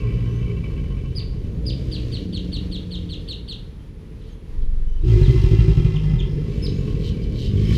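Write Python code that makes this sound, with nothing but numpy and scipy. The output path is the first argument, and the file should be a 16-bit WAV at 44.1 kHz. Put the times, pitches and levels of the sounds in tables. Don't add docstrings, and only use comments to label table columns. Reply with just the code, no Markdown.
import sys
import numpy as np
from scipy import signal
from scipy.fft import rfft, irfft
from scipy.io import wavfile
from scipy.ndimage import uniform_filter1d, map_coordinates

SR = 44100
rng = np.random.default_rng(int(sys.argv[2]) if len(sys.argv) > 2 else 0)


def bounce(signal):
    frames = np.transpose(np.atleast_2d(signal))
    limited = np.clip(frames, -1, 1)
    pcm = np.round(limited * 32767).astype(np.int16)
    wavfile.write(sys.argv[1], SR, pcm)


def ratio_of_db(decibels):
    return 10 ** (np.asarray(decibels, float) / 20)


N = 342657
T = np.arange(N) / SR


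def rms_one(x):
    return x / np.sqrt(np.mean(x ** 2) + 1e-20)


def in_time(rows):
    s, *columns = np.transpose(rows)
    return [np.interp(T, s, c) for c in columns]


def gate(t0, t1, fade):
    return np.clip(np.minimum(T - t0, t1 - T) / fade + .5, 0, 1)


def drift(hz, count=N):
    knots = rng.standard_normal(int(count * hz * 2 / SR) + 3)
    return map_coordinates(knots, [np.arange(count) * hz * 2 / SR], order=2)


def coloured(x, spectrum):
    size = 2 ** 15
    hz, db = np.transpose(spectrum)
    bins_hz = np.arange(size // 2 + 1) * SR / size
    log_gain = np.interp(np.log(bins_hz + 1), np.log(hz), np.maximum(db, -90)) * np.log(10) / 20
    cepstrum = irfft(log_gain)
    cepstrum[1:size // 2] *= 2
    cepstrum[size // 2 + 1:] = 0
    return rms_one(signal.fftconvolve(x, irfft(np.exp(rfft(cepstrum))))[:len(x)])


def resonances(x, peaks, patchy_db):
    out = 0
    for k, (hz, width, db) in enumerate(peaks):
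        r = np.exp(-np.pi * width / SR)
        gain = ratio_of_db(db) * (-1) ** k * np.sqrt((1 - r * r) * width)
        ring = signal.lfilter([gain, 0, -gain], [1, -2 * r * np.cos(2 * np.pi * hz / SR), r * r], x)
        out = out + ring * ratio_of_db(patchy_db * drift(6.03, count=len(x)))
    return rms_one(out)


def band(x, low_hz, high_hz):
    return signal.sosfilt(signal.butter(3, [low_hz, high_hz], "band", fs=SR, output="sos"), x)


def note(hz, shape, octave_db, twelfth_db):
    phase = 2 * np.pi * np.cumsum(hz) / SR
    octave = ratio_of_db(octave_db) * np.sin(2 * phase)
    twelfth = ratio_of_db(twelfth_db) * np.sin(3 * phase)
    return np.sqrt(2) * shape * (np.sin(phase) + octave + twelfth)


def add(out, s, sound):
    at = round(s * SR)
    out[at:at + len(sound)] += sound[:N - at]


def heaves():
    # (from/s, to/s, gap/s, odd strength 0-1, even strength 0-1)
    steady_runs = [
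        (.49, 1.18, .068, .8, .55),
        (1.204, 1.5, .115, .7, .5),
        (6.55, 7.35, .077, .5, .75),
        (7.455, 7.74, .118, .7, .6),
    ]
    # (t/s, strength 0-1)
    near_heaves = [(5.208, 0.43), (5.274, 0.53), (5.353, 0.35), (5.433, 0.48), (5.507, 0.45), (5.582, 0.75),
                   (5.674, 0.62), (5.766, 0.55), (5.842, 0.6), (5.935, 0.34), (6.032, 0.38), (6.09, 0.42),
                   (6.129, 0.49), (6.2, 0.24), (6.289, 0.05)]
    runs = []
    for first, last, gap, *both in steady_runs:
        runs += [(s, both[k % 2]) for k, s in enumerate(np.arange(first, last, gap))]
    return sorted(runs + near_heaves)


def heaving(fall_s):
    kicks = np.zeros(N)
    for s, strength in heaves():
        kicks[round(s * SR)] = strength
    return signal.lfilter([1], [1, -np.exp(-1 / (fall_s * SR))], kicks)


def locked(phase, t):
    at = np.array([s + .004 for s, strength in heaves() if t[0] < s < t[-1]] + [t[-1]])
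    cycles = np.interp(at, t, phase)
    return phase + np.interp(t, at, np.round(cycles) - cycles)


def course(call, pitch, voice, rough):
    onset_db, release_db, release_s = -9, -6.5, .091
    rasp_onset_db, rasp_swell_s = -11.5, .12
    mouth_follows, rasp_follows = .59, .97
    start, end, attack, peak_db, fade_db = call
    onset_hz, top_hz, top_after, end_hz = pitch
    turns = [start, start + attack, end - release_s, end]
    top = start + top_after
    knee = top + .4 * (end - top)
    knee_hz = top_hz + .65 * (end_hz - top_hz)
    s = np.sort(turns + [top, knee])
    swing = np.interp(s, turns, [onset_db, 0, fade_db, fade_db + release_db])
    hz = np.interp(s, [start, top, knee, end], [onset_hz, top_hz, knee_hz, end_hz])
    mouth_db = voice[0] + (mouth_follows - 1) * swing
    rasp_db = voice[1] + rasp_follows * swing + rasp_onset_db * np.exp(-(s - start) / rasp_swell_s)
    return np.transpose([s, hz, peak_db + swing, mouth_db, rasp_db, rough + 0 * s])


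def snout_rasp(swell, puff, late, snout, ring_db, flutter, spray_fade_db):
    # (f/Hz, level per Hz/dB)
    droplets = [(350, -48.5), (600, -17), (900, -10.5), (1320, -9.5), (1970, -3.5), (3180, -1), (4500, -4),
                (6200, -11), (8000, -17.5), (10500, -23.5), (13500, -25.5), (15500, -29)]
    air = rng.standard_normal((2, len(swell)))
    gust = uniform_filter1d(swell, size=700, origin=300)
    rings = ratio_of_db(ring_db) * resonances(gust ** flutter * (puff + .8) * air[0], snout, patchy_db=2.2)
    hiss = coloured(gust ** .2 * (puff + 1.2) * air[1], droplets)
    return rms_one(rings + ratio_of_db(spray_fade_db * (late - .3)) * hiss)


def bellow(rows, colours, snout, ring_db, depth, steady, flutter, spray_fade_db, heave):
    begin, end = rows[0][0], rows[-1][0]
    part = slice(int(max(begin - .05, 0) * SR), int(min((end + .1) * SR, N)))
    t = T[part]
    count = len(t)
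    hz, chest_db, mouth_db, rasp_db, rough = [c[part] for c in in_time(rows)]
    rough = np.clip(rough, 0, .95)

    phase = np.cumsum(hz * (1 + .06 * rough * drift(25, count=count))) / SR
    if depth > .65:
        phase = locked(phase, t)
    strength = ratio_of_db(2.0 * rough * rng.standard_normal(400)[phase.astype(int)])
    swell = 1 + depth * (2.3 * heave[part] - .6)
    swell[:np.argmax(np.diff(heave[part]) > 0)] = steady

    pulses = np.diff(np.floor(phase), prepend=np.floor(phase[0])) * strength * np.sqrt(SR / hz)
    puff = np.exp(-2.5 * (phase % 1)) * strength
    breath = 1.4 * rough * (puff + .3) * rng.standard_normal(count)
    source = swell * np.sqrt(1 - rough ** 2) * pulses
    source += uniform_filter1d(swell, size=500, origin=200) * breath

    late = np.clip(np.linspace(-.4, 1.5, count), 0, 1)
    voice = 0
    for k, colour in enumerate(colours):
        share = np.clip(1 - abs(late * (len(colours) - 1) - k), 0, 1)
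        voice = voice - share * coloured(source, colour)
    chest = rms_one(band(voice, 22.7, 253))
    evened = uniform_filter1d(swell, size=500, origin=240) ** .85
    mouth = rms_one(band(voice, 266.5, 634) / evened)
    sway_s = .003 * rough ** 1.5 * drift(7, count=count)
    mouth = np.interp(t + sway_s, t, mouth)
    mouth *= ratio_of_db(mouth_db + 6 * rough * drift(11.12, count=count))
    rasp = snout_rasp(swell, puff, late, snout, ring_db, flutter, spray_fade_db)

    out = np.zeros(N)
    out[part] = ratio_of_db(chest_db + 0.5) * (chest + mouth) + ratio_of_db(rasp_db + 4.0) * rasp
    return out * gate(begin, end, .025)


def throats():
    # (f/Hz, level per Hz/dB); early to late where the jaw moves
    first_early = [(49, 9.5), (81, -24), (118, 0.5), (178, -12), (273, -24), (358, -29), (401, -1),
                   (641, -61)]
    first_late = [(132, -5.5), (183, -13), (217, -22), (302, -28), (333, -42.5), (401, -10), (437, -61),
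                  (750, -25)]
    second = [(53, -8), (81, -21), (123, 3), (251, -16), (315, -4), (363, -20), (431, -15), (750, -30.5)]
    third = [(59, 11), (146, -8), (181, 16), (233, -6.5), (306, 2.5), (333, -15), (413, -13.5),
             (750, -32.5)]
    fourth = [(86, 3.5), (140, -36.5), (176, 5), (230, -28), (302, 0.5), (363, -15.5), (469, -3.5),
              (750, -44)]
    near_early = [(43, 2), (76, -9.5), (113, 1.5), (159, -9.5), (194, -21.5), (269, -26), (365, -2.5),
                  (450, -26)]
    near_middle = [(48, 1), (74, -6.5), (118, -2.5), (155, -1.5), (200, -27), (273, -24), (375, -8),
                   (450, -30)]
    near_late = [(43, 2), (90, -13.5), (150, 5), (168, -9.5), (214, -22.5), (290, -29), (390, -11.5),
                 (449, -44.5)]
    sixth = [(48, -4), (150, -3.5), (269, -13.5), (306, -6.5), (343, -36), (395, -4), (476, -11.5),
             (590, -47)]
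    seventh = [(44, -4.5), (76, 6.5), (113, 2), (155, -4.5), (214, -5), (273, -20), (407, -8), (750, -70)]
    below = [(15, -48), (25, -17)]
    above = [(980, -81.5), (1650, -120)]
    animals = [[first_early, first_late], [second], [third], [fourth],
               [near_early, near_middle, near_late], [sixth], [seventh]]
    return [[below + colour + above for colour in animal] for animal in animals]


def bellows():
    # (start/s, end/s, attack/s, peak chest level/dB, fade/dB)
    calls = [
        (-.2, 1.82, 0.14, -17.5, -21),
        (1.6, 2.26, 0.059, -31.5, -1),
        (2.15, 2.82, 0.05, -33, -1),
        (2.68, 3.39, 0.12, -32, -5.5),
        (5.035, 6.5, 0.05, -9.5, -11.5),
        (6.3, 7.46, 0.24, -23, -7),
        (7.429, 7.8, 0.34, -14, 1),
    ]
    # (onset f/Hz,
    # turning f/Hz, turn after/s, end f/Hz)
    pitches = [(57.54, 58.6, .65, 36), (56.86, 68, 0.18, 56), (26.34, 25.6, 0.32, 21),
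               (45.96, 44, 0.3, 41.5), (65.6, 53, .09, 48), (52.37, 53, .19, 37), (43.66, 55.6, 0.3, 83)]
    # (mouth re chest/dB, snout rasp/dB, snout ring re broad air/dB)
    voices = [(-24, -45.5, 7), (-7.5, -54, -6.5), (-5, -57.5, -11), (-10, -59, -17), (-18, -41, 3),
              (-14.5, -50.5, 0.5), (-21, -41.5, -6.5)]
    roughness = [.36, .08, .04, .04, .43, .38, .4]
    depths = [.64, .2, .2, .2, 1.1, .45, .3]
    steady = [0.88, .8, .8, .8, 0.61, 1.3, 0.39]
    flutters = [1.7, .7, .7, .7, .5, 1.0, .8]
    spray_fades = [8, 2, -4, 1, -9, -0.5, -2.5]
    # (f/Hz, width/Hz, level/dB)
    left = [(1075, 45, 2.5), (1614, 31, -6), (1968, 22, -2.5), (2306, 57, 3), (2667, 41, 2), (3008, 37, 2),
            (3870, 400, -50), (4900, 46, -15.5)]
    near = [(774, 30, -2), (918, 30, -0.5), (1074, 34, -1), (1322, 44, -1.5), (1720, 42, -3.5),
            (2034, 31, 3), (2437, 58, -1.5), (2745, 45, 1.5), (3186, 52, 0), (3880, 180, -14),
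            (5150, 390, -14)]
    last = [(1130, 28, 5), (1780, 150, -7), (2220, 130, -1), (2520, 38, -16)]
    heave = heaving(fall_s=.026)
    courses = map(course, calls, pitches, voices, roughness)
    snouts = [left, left, left, left, near, left, last]
    rings_db = np.transpose(voices)[-1]
    settings = zip(courses, throats(), snouts, rings_db, depths, steady, flutters, spray_fades)
    return sum(bellow(*setting, heave) for setting in settings)


def murmur():
    # (t/s, level/dB)
    chorus = [(0, -24), (1, -27), (2, -26), (3, -30.5), (3.45, -32), (3.75, -35.5), (4.35, -35), (5, -36),
              (6, -26.5), (6.9, -23), (7.77, -23)]
    # (f/Hz, level per Hz/dB)
    far_colour = [(13, -45), (22, -8.5), (53, -3.5), (71, -5.5), (129, -10), (176, -12.5), (193, -16),
                  (237, -19.5), (408, -25), (441, -21), (462, -24.5), (900, -60.5), (1170, -80),
                  (1980, -120)]
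    far_db, = in_time(chorus)
    clicks = 0
    for hz in (41, 49, 57):
        cycles = np.cumsum(hz * (1 + .08 * drift(1.5))) / SR
        clicks = clicks + np.diff(np.floor(cycles), prepend=0) * ratio_of_db(2.5 * drift(2.5))
    return ratio_of_db(far_db) * coloured(rms_one(clicks) + 1.29 * rng.standard_normal(N), far_colour)


def pond_air():
    # (f/Hz, level per Hz/dB)
    air_colour = [(350, -30), (600, -13), (950, -9.5), (1470, -15), (1840, -13), (2500, -15.5), (3200, -17),
                  (4500, -21), (6200, -26.5), (8000, -32.5), (10500, -31.5), (13500, -36.5), (15500, -40.5)]
    return ratio_of_db(-58) * coloured(rng.standard_normal(N) * ratio_of_db(1.0 * drift(6.6)), air_colour)


def whine():
    # (f/Hz, level/dB)
    tones = [(10048, -78.5), (10068, -86), (15081, -88)]
    return sum(np.sqrt(2) * ratio_of_db(db) * np.sin(2 * np.pi * hz * T + 1.5 * drift(4)) for hz, db in tones)


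def whistles():
    # (start/s, length/s, level/dB, from f/Hz, to f/Hz)
    calls = [(0.249, 0.17, -66, 5830, 6530), (1.4, .3, -77, 6300, 7340), (3.762, 0.09, -69, 3000, 3450),
             (4.28, 0.038, -63, 2880, 3300), (4.294, 0.041, -70, 6500, 6470), (4.32, .04, -70, 3300, 3400),
             (4.86, 0.13, -75, 5970, 5970), (4.845, .17, -66, 3040, 2970), (4.996, 0.062, -66, 3810, 3800),
             (6.51, 0.087, -65, 4428, 4370), (6.665, .045, -60, 6440, 6470),
             (6.728, 0.097, -63, 6500, 7100), (7.218, .024, -53, 4730, 5000),
             (7.445, 0.058, -50, 2930, 3190), (7.568, .02, -45, 3100, 3100), (7.61, .13, -48, 3120, 3080),
             (7.48, .03, -58, 5100, 5100), (7.57, 0.21, -56, 5240, 5190)]
    out = np.zeros(N)
    for s, length, db, from_hz, to_hz in calls:
        u = np.linspace(0, 1, round(length * SR))
        hz = (from_hz + (to_hz - from_hz) * u ** 1.6) * (1 + 0.02 * drift(90, count=len(u)))
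        unsteady = ratio_of_db(3.5 * drift(60, count=len(u)))
        add(out, s, ratio_of_db(db) * note(hz, unsteady * np.sin(np.pi * u) ** .5, -23, -38))
    return out


def chip(out, call, kind, form):
    s, db, top_hz, swell_db = call
    length, bend, lean, flick_db, twelfth_db, arch_hz = kind
    opens, dip_db, fade_db = form
    end_hz = 2750
    u = np.linspace(0, 1, round(length * SR))
    t = u * length
    hz = top_hz - (top_hz - end_hz) * (lean * u + (1 - lean) * u ** bend)
    hz -= 2000 * np.exp(-t / .0012) + arch_hz * np.exp(-t / .007)
    hz *= 1 + .015 * drift(300, count=len(u))

    dip = dip_db * np.exp(-((u - .8) / .12) ** 2)
    flutter = 1 + .6 * u * np.sin(2 * np.pi * 154 * t)
    flutter *= ratio_of_db(swell_db * (u - .5) + dip + 2.5 * drift(154, count=len(u)))
    opening = np.clip(.35 + (t - opens) / .003, .35, 1)
    shape = flutter * np.sin(np.pi * u) ** .3 * opening
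    add(out, s - .006, ratio_of_db(db) * note(hz, shape, -19 + fade_db * u ** 2, twelfth_db))

    flick = np.linspace(0, 1, round(0.0066 * SR))
    bump = np.sin(np.pi * flick)
    add(out, s + 0.00104, ratio_of_db(db + flick_db) * note(2600 + 1100 * flick, bump, -41.0, -66))
    add(out, s - .007, ratio_of_db(db + flick_db - 3) * note(3000 + 1100 * flick, bump, -30, -67))
    puff = band(rng.standard_normal(700), 4500, 6800) * np.hanning(700)
    add(out, s + length - .02, ratio_of_db(db - 11 + swell_db / 2) * puff)


def chips():
    # (t/s, level/dB, top f/Hz, swell from top to end/dB)
    held = [
        (1.157, -34.5, 5140, -0.5),
        (1.66, -33, 5120, 8.5),
    ]
    arched = [
        (6.626, -35, 5350, 9.1),
    ]
    sung = [(1.919, -37, 4930, 3), (2.124, -38.5, 4830, 4.6), (2.332, -37, 4720, 11.3),
            (2.525, -37, 4670, 9.9), (2.72, -37, 4635, 5.4), (2.914, -38, 4580, 8.5),
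            (3.096, -38, 4620, 11.6), (3.284, -36, 4626, 8.1), (3.484, -36.5, 4600, 8),
            (5.228, -44, 4250, 4)]
    short = [
        (4.208, -63, 4420, 15),
        (5.949, -47, 3800, 28),
        (6.189, -42, 3800, 16),
    ]
    # (length/s, bend of fall, steady share of fall, low flick/dB, twelfth/dB, arch/Hz)
    kinds = [
        (.054, 5.0, .3, -18, -36, 250),
        (.053, 6.0, .1, -20, -29, 400),
        (.056, 3.0, .42, -3.5, -36, 0),
        (.028, 3.0, .4, -8, -41, 0),
    ]
    # (quiet opening/s, dip late in the fall/dB, octave fade/dB)
    forms = [
        (.010, -9, -20),
        (.003, -4, -8),
        (.0045, -2, -14),
        (.0045, 0, -8),
    ]
    out = np.zeros(N)
    for calls, kind, form in zip([held, arched, sung, short], kinds, forms):
        for call in calls:
            chip(out, call, kind, form)
    return out


def ticks():
    # (t/s, level/dB, f/Hz)
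    knocks = [(4.218, -58, 2850), (4.222, -64, 2000), (4.272, -66, 3300), (4.37, -64, 3400),
              (4.615, -60, 3600), (6.613, -56, 3500), (7.574, -40, 3080), (7.59, -50, 2200),
              (7.61, -52, 2400), (7.715, -47, 5200)]
    out = np.zeros(N)
    for s, db, hz in knocks:
        wavering = hz * (1 + .05 * drift(300, count=260))
        add(out, s - .003, ratio_of_db(db) * note(wavering, np.hanning(260), -30, -40))
    return out


def rasps():
    # (centre/s, length/s, level/dB)
    calls = [(4.295, 0.13, -61), (4.63, 0.015, -57.5), (6.915, 0.051, -52), (7.242, 0.03, -50.5),
             (7.086, 0.095, -43.5), (7.46, 0.13, -41.5), (7.77, 0.045, -39.5)]
    # (f/Hz, level per Hz/dB)
    hoarse_colour = [(1180, -41), (2000, -16), (2500, -13), (3060, 3.5), (3500, -6), (3900, 1),
                     (4600, -3.5), (6000, -13), (7000, -18.5), (8200, -20), (9800, -29), (12200, -24.5),
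                     (14000, -38), (15500, -50)]
    swells = 0
    for s, length, db in calls:
        width = np.where(T < s, .75, .15) * length
        swells = swells + ratio_of_db(db) * np.exp(-((T - s) / width) ** 2)
    cycles = np.cumsum(140 * (1 + .1 * drift(20))) / SR
    pulsing = ratio_of_db(1.8 * drift(120) + 5 * np.sin(2 * np.pi * cycles))
    return swells * coloured(rng.standard_normal(N) * pulsing, hoarse_colour)


def woods(x, wet_db, t60):
    # (delay/s, level/dB)
    echoes = [(.005, -8), (.0075, -11), (.0278, -1.5), (.041, -11), (.055, -15), (.078, -17)]
    t = T[:SR]
    leaves = rng.standard_normal(SR) * ratio_of_db(-60 * t / t60) * np.clip(t / 0.006, 0, 1)
    tail = ratio_of_db(wet_db) * rms_one(leaves) / np.sqrt(SR)
    banks = np.zeros(SR)
    for delay, db in echoes:
        banks[round(delay * SR)] += ratio_of_db(db)
    banks = signal.lfilter(*signal.butter(2, 2900, fs=SR), banks)
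    return x + signal.fftconvolve(x, signal.lfilter([.4], [1, -.6], tail) + banks)[:N]


def rumble():
    # (t/s, f/Hz, level/dB)
    shaking = [(4.49, 23, -30), (4.56, 22, -20.5), (4.605, 24.5, -12), (4.655, 14, -11.5),
               (4.70, 23.7, -11.5), (4.85, 20, -12.5), (4.97, 23, -13.5), (5.041, 29, -12.5),
               (5.09, 40, -13)]
    # (multiple of the low tone, level/dB)
    orders = [(1, -5), (2, -14), (3, -21), (4, -34), (5, -43), (6, -41), (7, -44)]
    hz, db = in_time(shaking)
    cycles = np.cumsum(hz) / SR
    crest_s = 4.775
    phase = 2 * np.pi * (cycles - np.interp(crest_s, T, cycles)) + 2.1
    wave = sum(ratio_of_db(level_db) * np.sin(k * phase - 2.4 * (k - 1)) for k, level_db in orders)
    return np.sqrt(2) * ratio_of_db(db) * wave * gate(shaking[0][0], shaking[-1][0], 0.03)


def scene():
    background = murmur() + pond_air() + whine()
    birds = whistles() + chips() + ticks() + rasps()
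    echoing_birds = woods(birds, wet_db=-0.5, t60=0.43)
    return (bellows() + rumble() + echoing_birds + background)[None]


def top_cut(x):
    return signal.sosfilt(signal.butter(12, 15300, fs=SR, output="sos"), x)


def record(dry):
    mix = 1.1 * np.tanh(dry / 1.1)
    return top_cut(mix)


dry = scene()
out = record(dry)
bounce(out)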